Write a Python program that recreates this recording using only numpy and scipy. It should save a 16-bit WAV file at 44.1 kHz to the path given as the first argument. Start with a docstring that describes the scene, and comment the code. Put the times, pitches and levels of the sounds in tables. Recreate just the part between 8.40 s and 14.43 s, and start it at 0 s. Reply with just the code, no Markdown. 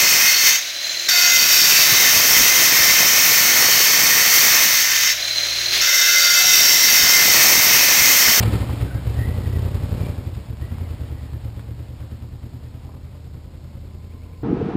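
"""On a gravel drive by a garage, a touring motorcycle slips its clutch and pulls away.
Its V4 engine fires unevenly: four exhaust puffs a cycle make a low lope that barks under load.
Engine speed, throttle and distance set how loud the exhaust, clatter and tyres are. Luggage knocks,
stones snap, gears whine in step with the engine, and a small bird chirps at the end.
The camera samples coarsely and holds each sample, which mirrors a faint fizz into the treble."""
import sys
import numpy as np
from scipy import signal
from scipy.fft import rfft, irfft, next_fast_len
from scipy.io import wavfile
from scipy.ndimage import map_coordinates

SR = 44100
rng = np.random.default_rng(int(sys.argv[2]) if len(sys.argv) > 2 else 0)


def unload_wav(signal):
    """Save mono or channel-first audio to the path in sys.argv[1] as 16-bit WAV at rate SR, clipped to [-1, 1]."""
    wavfile.write(
        sys.argv[1],
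        SR,
        np.round(np.clip(np.atleast_2d(signal).T, -1, 1) * 32767).astype(np.int16),
    )


N = 265923
TIME = np.arange(N) / SR


def amp(db):
    """Turn decibels into a gain."""
    return 10 ** (np.asarray(db) / 20)


def unit(x):
    """Scale a signal to an average (rms) size of 1."""
    return x / np.sqrt(np.mean(x ** 2) + 1e-20)


def curves(rows):
    """Join a table's rows with straight lines: one curve for each column after the time."""
    times, *columns = np.transpose(rows)
    return [np.interp(TIME, times, column) for column in columns]


def wobble(rate):
    """A smooth random curve through `rate` points a second."""
    points = rng.standard_normal(int(N * rate / SR) + 4)
    return map_coordinates(points, [TIME * rate])


def coloured(x, points, size=32768):
    """Shape the tone of x with (frequency [Hz], level [dB]) points; the result has rms 1."""
    hz, db = np.transpose(points)
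    bins = np.fft.rfftfreq(size, 1 / SR)
    gain = amp(np.interp(np.log(bins + 1), np.log(hz), db))
    # folding the cepstrum makes the filter ring only after a sound, never before it
    cepstrum = irfft(np.log(gain))
    cepstrum[1:size // 2] *= 2
    cepstrum[size // 2 + 1:] = 0
    response = irfft(np.exp(rfft(cepstrum)))
    return unit(signal.fftconvolve(x, response)[:N])


def resonant(x, modes):
    """Let x ring a set of resonances of alternating sign; the result has rms 1."""
    size = next_fast_len(N + SR)
    f = np.fft.rfftfreq(size, 1 / SR)
    response = sum((-1) ** k * amp(db) * 1j * f * width / (hz * hz - f * f + 1j * f * width)
                   for k, (hz, width, db) in enumerate(modes))
    return unit(irfft(rfft(x, size) * response, size)[:N])


def add(track, start, sound):
    """Mix a sound into a track at `start` seconds."""
    part = track[max(round(start * SR), 0):][:len(sound)]
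    part += sound[:len(part)]


# how fast the engine's crank turns (time [s], speed [turns per minute])
ENGINE_SPEED = [(0, 1602), (.166, 1588), (.359, 951), (.686, 987), (.963, 1341), (1.137, 1248),
                (1.309, 1362), (1.842, 1410), (2.014, 856), (2.38, 1317), (2.633, 1105), (2.857, 1110),
                (3.127, 1002), (3.434, 1116), (4.39, 1164), (4.579, 1211), (5.301, 1187), (6.03, 1297)]
def rpm():
    """The engine's speed at every moment."""
    return curves(ENGINE_SPEED)[0]


# the rider eases off, pulls hard, shuts off briefly, then cruises (time [s], opening [0-1])
THROTTLE = [(0, 0.64), (.27, 0.18), (.41, 0.51), (.5, 0.1), (.68, 0.58), (1.05, 0.68), (1.19, 0.81),
            (1.42, 0.74), (1.69, 0.86), (1.715, 0.55), (1.99, 0.09), (2.18, 0.49), (2.45, 0.56),
            (3.3, 0.39), (3.75, 0.35), (4.7, 0.35), (5, 0.52), (6.03, 0.67)]
def throttle():
    """How far the throttle is open at every moment."""
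    return curves(THROTTLE)[0]


def load():
    """How hard the engine works, 0-1: it builds most as the throttle nears wide open."""
    return throttle() ** 2


def doublings(start_m=2.89, accel_m_per_s2=0.739):
    """How many times the distance has doubled as the motorcycle speeds away."""
    travelled = accel_m_per_s2 * TIME ** 2 / 2
    return np.log2(1 + travelled / start_m)


def loudness(full_db, shut_loss_db, revs_db, launch_db):
    """One part's gain: it follows throttle and engine speed, and halves as the distance doubles."""
    revs = np.log2(rpm() / 1200)  # doublings above cruising speed
    launch = np.exp(-TIME / 0.55)  # the strain of moving off dies away
    db = full_db - shut_loss_db * (1 - throttle()) + revs_db * revs + launch_db * launch
    return amp(db) / 2 ** doublings()


# when each cylinder puffs in a cycle of two crank turns (angle [degrees])
PUFF_ANGLES = [0, 180, 278, 450]
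# each cylinder's strength with no load (level [dB])
CYLINDER_DB = [-11, -7, 0, -5]
def firings(scatter_db, jitter_s, start_degrees=-253):
    """One click per exhaust puff; no two burn quite alike, and load evens out the cylinders."""
    angle = start_degrees + np.cumsum(rpm()) * 360 / 60 / SR
    due = (720 * np.arange(-1, 70)[:, None] + PUFF_ANGLES).ravel()
    size_luck, time_luck = rng.standard_normal((len(due), 2)).T
    on_time = np.interp(due, angle, np.arange(N))
    at = np.clip(on_time + jitter_s * SR * time_luck, 0, N - 1).astype(int)
    uneven_db = (1 - load()[at]) * np.resize(CYLINDER_DB, len(due))
    size = amp(uneven_db + scatter_db * size_luck)
    heard = (due > angle[0] - 30) & (due < angle[-1])
    return np.bincount(at[heard], size[heard], N)


def bursts(pulses, decay_s):
    """Noise that swells with each pulse and dies away."""
    t = np.arange(SR // 6) / SR
    swell = np.exp(-t / decay_s) * (1 - np.exp(-t / 0.0042))
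    return unit(signal.fftconvolve(pulses, swell)[:N] * rng.standard_normal(N))


# the notes the silencers ring at (pitch [Hz], width [Hz], relative level [dB])
SILENCER_NOTES = [(43, 18.3, -6.5), (76.7, 40.5, 3.5), (116.2, 20.9, 6.5), (158, 19, -25)]
def boom(pulses):
    """Each puff makes the silencers ring with a low boom."""
    gain = loudness(full_db=-19.5, shut_loss_db=8, revs_db=0, launch_db=4)
    return gain * resonant(pulses, SILENCER_NOTES)


# the tone of each puff's sharp front (frequency [Hz], relative level [dB])
BARK_TONE = [(60, -18.5), (140, 10.5), (185, 3), (240, 7.5), (320, -8.5), (390, 2.5), (490, -0.5),
             (610, -5), (720, -35), (1150, -15.5), (1600, -45), (5500, -29.5)]
def bark(pulses):
    """The front of each puff is a hard bark when the engine is under load."""
    travel = round(.007 * SR)  # the fronts reach the outlet a little later
    fronts = np.pad(np.sqrt(pulses), (travel, 0))[:N]  # and differ less between cylinders
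    gain = loudness(full_db=-28.5, shut_loss_db=12, revs_db=2, launch_db=10.5)
    return gain * load() * coloured(fronts, BARK_TONE)


# the tone of the swirling gas behind each front (frequency [Hz], relative level [dB])
CHUFF_TONE = [(60, -17.5), (150, -1), (200, -2), (290, -1), (380, -9.5), (550, -11.5), (690, -27),
              (840, -25.5), (1200, -28.5), (5500, -47)]
def chuff(pulses):
    """Swirling gas makes a soft chuff that gives way to the bark under load."""
    gas = coloured(bursts(pulses, decay_s=.025), CHUFF_TONE)
    gain = loudness(full_db=-30, shut_loss_db=9, revs_db=-1, launch_db=9.5)
    return gain * (1 - .85 * load()) * gas


# the tone of valves, gas hiss and rolling tyres (frequency [Hz], relative level [dB])
RUSH_TONE = [(200, -31.5), (550, 9.5), (850, 7), (1300, 0.5), (1600, -1), (2200, -1), (3200, -2.5),
             (4500, -5), (5500, -7.5)]
def clatter_and_tyres(pulses):
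    """Valves clatter in time with the firings while the tyres hiss and crackle on gravel."""
    clatter = coloured(bursts(pulses, decay_s=0.0044), RUSH_TONE)
    hits = rng.random(N) < 500 / SR  # about 500 grains a second
    grains = hits * rng.standard_normal(N) * amp(0.81 * wobble(13))
    hiss = amp(1.63 * wobble(15)) * coloured(rng.standard_normal(N), RUSH_TONE)
    crackle = coloured(grains, RUSH_TONE)
    gain = loudness(full_db=-41, shut_loss_db=4.5, revs_db=3.5, launch_db=10)
    return gain * unit(hiss + .5 * crackle + 0.45 * clatter)


# the notes of the engine's metal cases and fins (pitch [Hz], width [Hz], relative level [dB])
CASE_NOTES = [(1296, 50, 2), (1833, 45, -2.5), (2105, 40, -2), (2400, 47, -5.5), (3147, 44, -3.5),
              (3800, 24, -8.5), (4460, 33, -5.5)]
def engine_cases(pulses):
    """The cases and fins ring under the clatter, most of all while moving off."""
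    gain = loudness(full_db=-62, shut_loss_db=-0.5, revs_db=4, launch_db=22.5)
    return gain * resonant(bursts(pulses, decay_s=0.011), CASE_NOTES)


# the tone of still outdoor air and microphone hiss (frequency [Hz], relative level [dB])
AIR_TONE = [(20, 2.5), (40, 31.5), (200, 19.5), (700, -10.5), (1500, -24), (3000, -14), (4300, -5),
            (5500, -8.5)]
def air():
    """A steady low rumble with a faint hiss."""
    return amp(-43.5) * coloured(rng.standard_normal(N), AIR_TONE)


# a parked truck and the garage wall
# (starting delay [s], shortening per doubling of distance [s], relative level [dB])
ECHOES = [(.0169, .0052, -14), (.0617, .0062, -13)]
def echoes(x):
    """Dull echoes fill the gaps between puffs; their detour shrinks as the motorcycle leaves."""
    n = np.arange(N)
    copies = sum(amp(db) * np.interp(n - (delay - shrink * doublings()) * SR, n, x, left=0)
                 for delay, shrink, db in ECHOES)
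    return signal.sosfilt(signal.butter(1, 900, fs=SR, output="sos"), copies)


def yard(x, fade_s):
    """The garage, truck and trees scatter a thin echo that falls 60 dB in fade_s."""
    t = np.arange(SR // 2) / SR
    tail = rng.standard_normal(len(t)) * amp(-60 * t / fade_s) * (t > .02)
    tail = signal.sosfilt(signal.butter(2, 140, "high", fs=SR, output="sos"), tail)
    return signal.fftconvolve(x, tail / np.linalg.norm(tail))[:N]


# jolts as the clutch bites, and later as the wheels cross a bump (time [s], level [dB])
KNOCKS = [(.031, -19.5), (.229, -30), (.293, -25), (4.447, -43), (4.468, -43), (4.491, -37.5), (4.539, -40),
          (4.565, -42), (4.748, -38.5)]
# the hollow luggage boxes' notes (pitch [Hz], relative level [dB], time to fall 60 dB [s])
BOX_NOTES = [(407, -7, 0.06), (608, -8.5, 0.064), (810, -11, .06), (1030, -10, 0.055), (1210, -13.5, .07)]
def luggage():
    """Each jolt rings the boxes a little differently, with a short rattle."""
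    out, t = np.zeros(N), np.arange(SR // 8) / SR
    attack = 1 - np.exp(-t / .0006)
    for start, db in KNOCKS:
        ring = np.zeros(len(t))
        for hz, note_db, fade_s in BOX_NOTES:
            fade = amp(note_db + rng.normal(0, 1.8) - 60 * t / fade_s)
            ring += fade * np.sin(2 * np.pi * (hz * t + rng.random()))
        rattle = .12 * rng.standard_normal(len(t)) * np.exp(-t / .004)
        add(out, start, amp(db) * (ring + rattle) * attack)
    return out


# patches of loose gravel (time [s], half length [s], level [dB], treble edge [Hz])
CRUNCHES = [(0.032, 0.0067, -26.5, 4030), (0.418, 0.014, -43.5, 3840), (1.951, 0.0064, -46, 5060),
            (4.503, 0.054, -58, 1140)]
def gravel():
    """Patches of gravel give way with a crunch, duller far off."""
    out = np.zeros(N)
    for middle, half_length, db, edge_hz in CRUNCHES:
        tone = [(250, -20), (700, 0), (edge_hz, -3), (2 * edge_hz, -25)]
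        swell = np.exp(-((TIME - middle) / half_length) ** 2)
        out += amp(db) * swell * coloured(rng.standard_normal(N), tone)
    return out


# stones squeezed out by the tyres (time [s], level [dB], pitch [Hz])
STONES = [(0.414, -24, 2560), (1.662, -33, 3060), (1.941, -36, 3500), (2.384, -26, 1050),
          (3.195, -29.5, 1460), (3.627, -37, 1730)]
def stones():
    """Single stones snap with a crack and a brief ring."""
    out, t = np.zeros(N), np.arange(SR // 20) / SR
    for start, db, hz in STONES:
        ring = np.sin(2 * np.pi * hz * t) * np.exp(-t / 0.00058)
        crack = 0.16 * rng.standard_normal(len(t)) * np.exp(-t / 0.0033)
        add(out, start, amp(db) * (ring + crack))
    return out


def airy_tone(hz, db, width_hz):
    """A narrow band of noise that follows a pitch and a level."""
    phase = 2 * np.pi * np.cumsum(hz) / SR
    return amp(db) * unit(wobble(width_hz) * np.cos(phase) + wobble(width_hz) * np.sin(phase))


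# surges as the gears take up load (time [s], half length [s], level [dB], teeth [per crank turn])
GEAR_SURGES = [(0.524, 0.08, -49.5, 96), (0.826, 0.061, -42.5, 98), (0.997, 0.16, -48.5, 93),
               (1.646, 0.064, -51, 102), (2.27, 0.09, -60, 100), (2.495, 0.1, -56.5, 101),
               (2.764, 0.23, -60.5, 102)]
def gears(waver=.015, flutter_db=4.5):
    """Meshing teeth whine at a multiple of the engine speed; each surge swells, flutters and fades."""
    turns_per_s = rpm() / 60 * (1 + waver * wobble(25))
    flutter = unit(amp(flutter_db * wobble(34.85)))
    out = np.zeros(N)
    for middle, half_length, db, teeth in GEAR_SURGES:
        swell = np.exp(-((TIME - middle) / half_length) ** 2)
        out += swell * airy_tone(teeth * turns_per_s, db, width_hz=200)
    return flutter * out


# a faint high note far off (time [s], pitch [Hz], level [dB])
FAR_NOTE = [(4.2, 2100, -100), (4.8, 2090, -75), (6.03, 2150, -69)]
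# a thin far whine about an octave lower (time [s], pitch [Hz], level [dB])
FAR_WHINE = [(4.4, 1010, -77), (5.4, 1028, -73), (5.82, 1023, -63), (6.03, 1028, -64)]
def far_tones():
    """Two faint, breathy tones rise in the distance near the end."""
    return airy_tone(*curves(FAR_WHINE), width_hz=57) + airy_tone(*curves(FAR_NOTE), width_hz=240)


# the bird's rising notes (time [s], level [dB])
CHIRPS = [(5.59, -61), (5.698, -57), (5.808, -55.5), (5.914, -57)]
def bird():
    """Each note starts on a steady pitch, sweeps upward and echoes round the yard."""
    out, progress = np.zeros(N), np.linspace(0, 1, round(0.05 * SR))
    hz = 2130 + 1050 * progress ** 2
    swell = np.sqrt(np.abs(np.sin(np.pi * progress))) * amp(-5 * progress)
    note = swell * np.sin(2 * np.pi * np.cumsum(hz) / SR)
    for start, db in CHIRPS:
        add(out, start, amp(db) * note)
    return 0.96 * out + 0.38 * yard(out, fade_s=.4)


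def scene():
    """The motorcycle and its echoes, the still air, the far tones and the bird."""
    pulses = firings(scatter_db=.9, jitter_s=.00008)
    exhaust = boom(pulses) + bark(pulses) + chuff(pulses)
    machinery = clatter_and_tyres(pulses) + engine_cases(pulses)
    bike = exhaust + machinery + luggage() + gravel() + stones() + gears()
    spread = bike * amp(1.2 * doublings())  # echoes gain on the direct sound with distance
    reflections = echoes(spread) + amp(-13) * yard(spread, fade_s=0.79)
    return (bike + reflections + air() + far_tones() + bird())[None]


def record(dry, camera_hz=12000, hold_count=4, top_hz=15500):
    """The camera samples at a low rate and holds each value, mirroring the sound into the treble."""
    hz = np.fft.rfftfreq(N, 1 / SR)
    treble_cut = 1 / np.sqrt(1 + (hz / 5450) ** 44)  # removes what is too high to sample
    filtered = irfft(rfft(dry) * treble_cut, N)
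    coarse = signal.resample(filtered, round(N * camera_hz / SR), axis=-1)
    held = signal.resample(np.repeat(coarse, hold_count, axis=-1), N, axis=-1)
    return irfft(rfft(held) * (hz < top_hz), N)


dry = scene()
out = record(dry)
unload_wav(out)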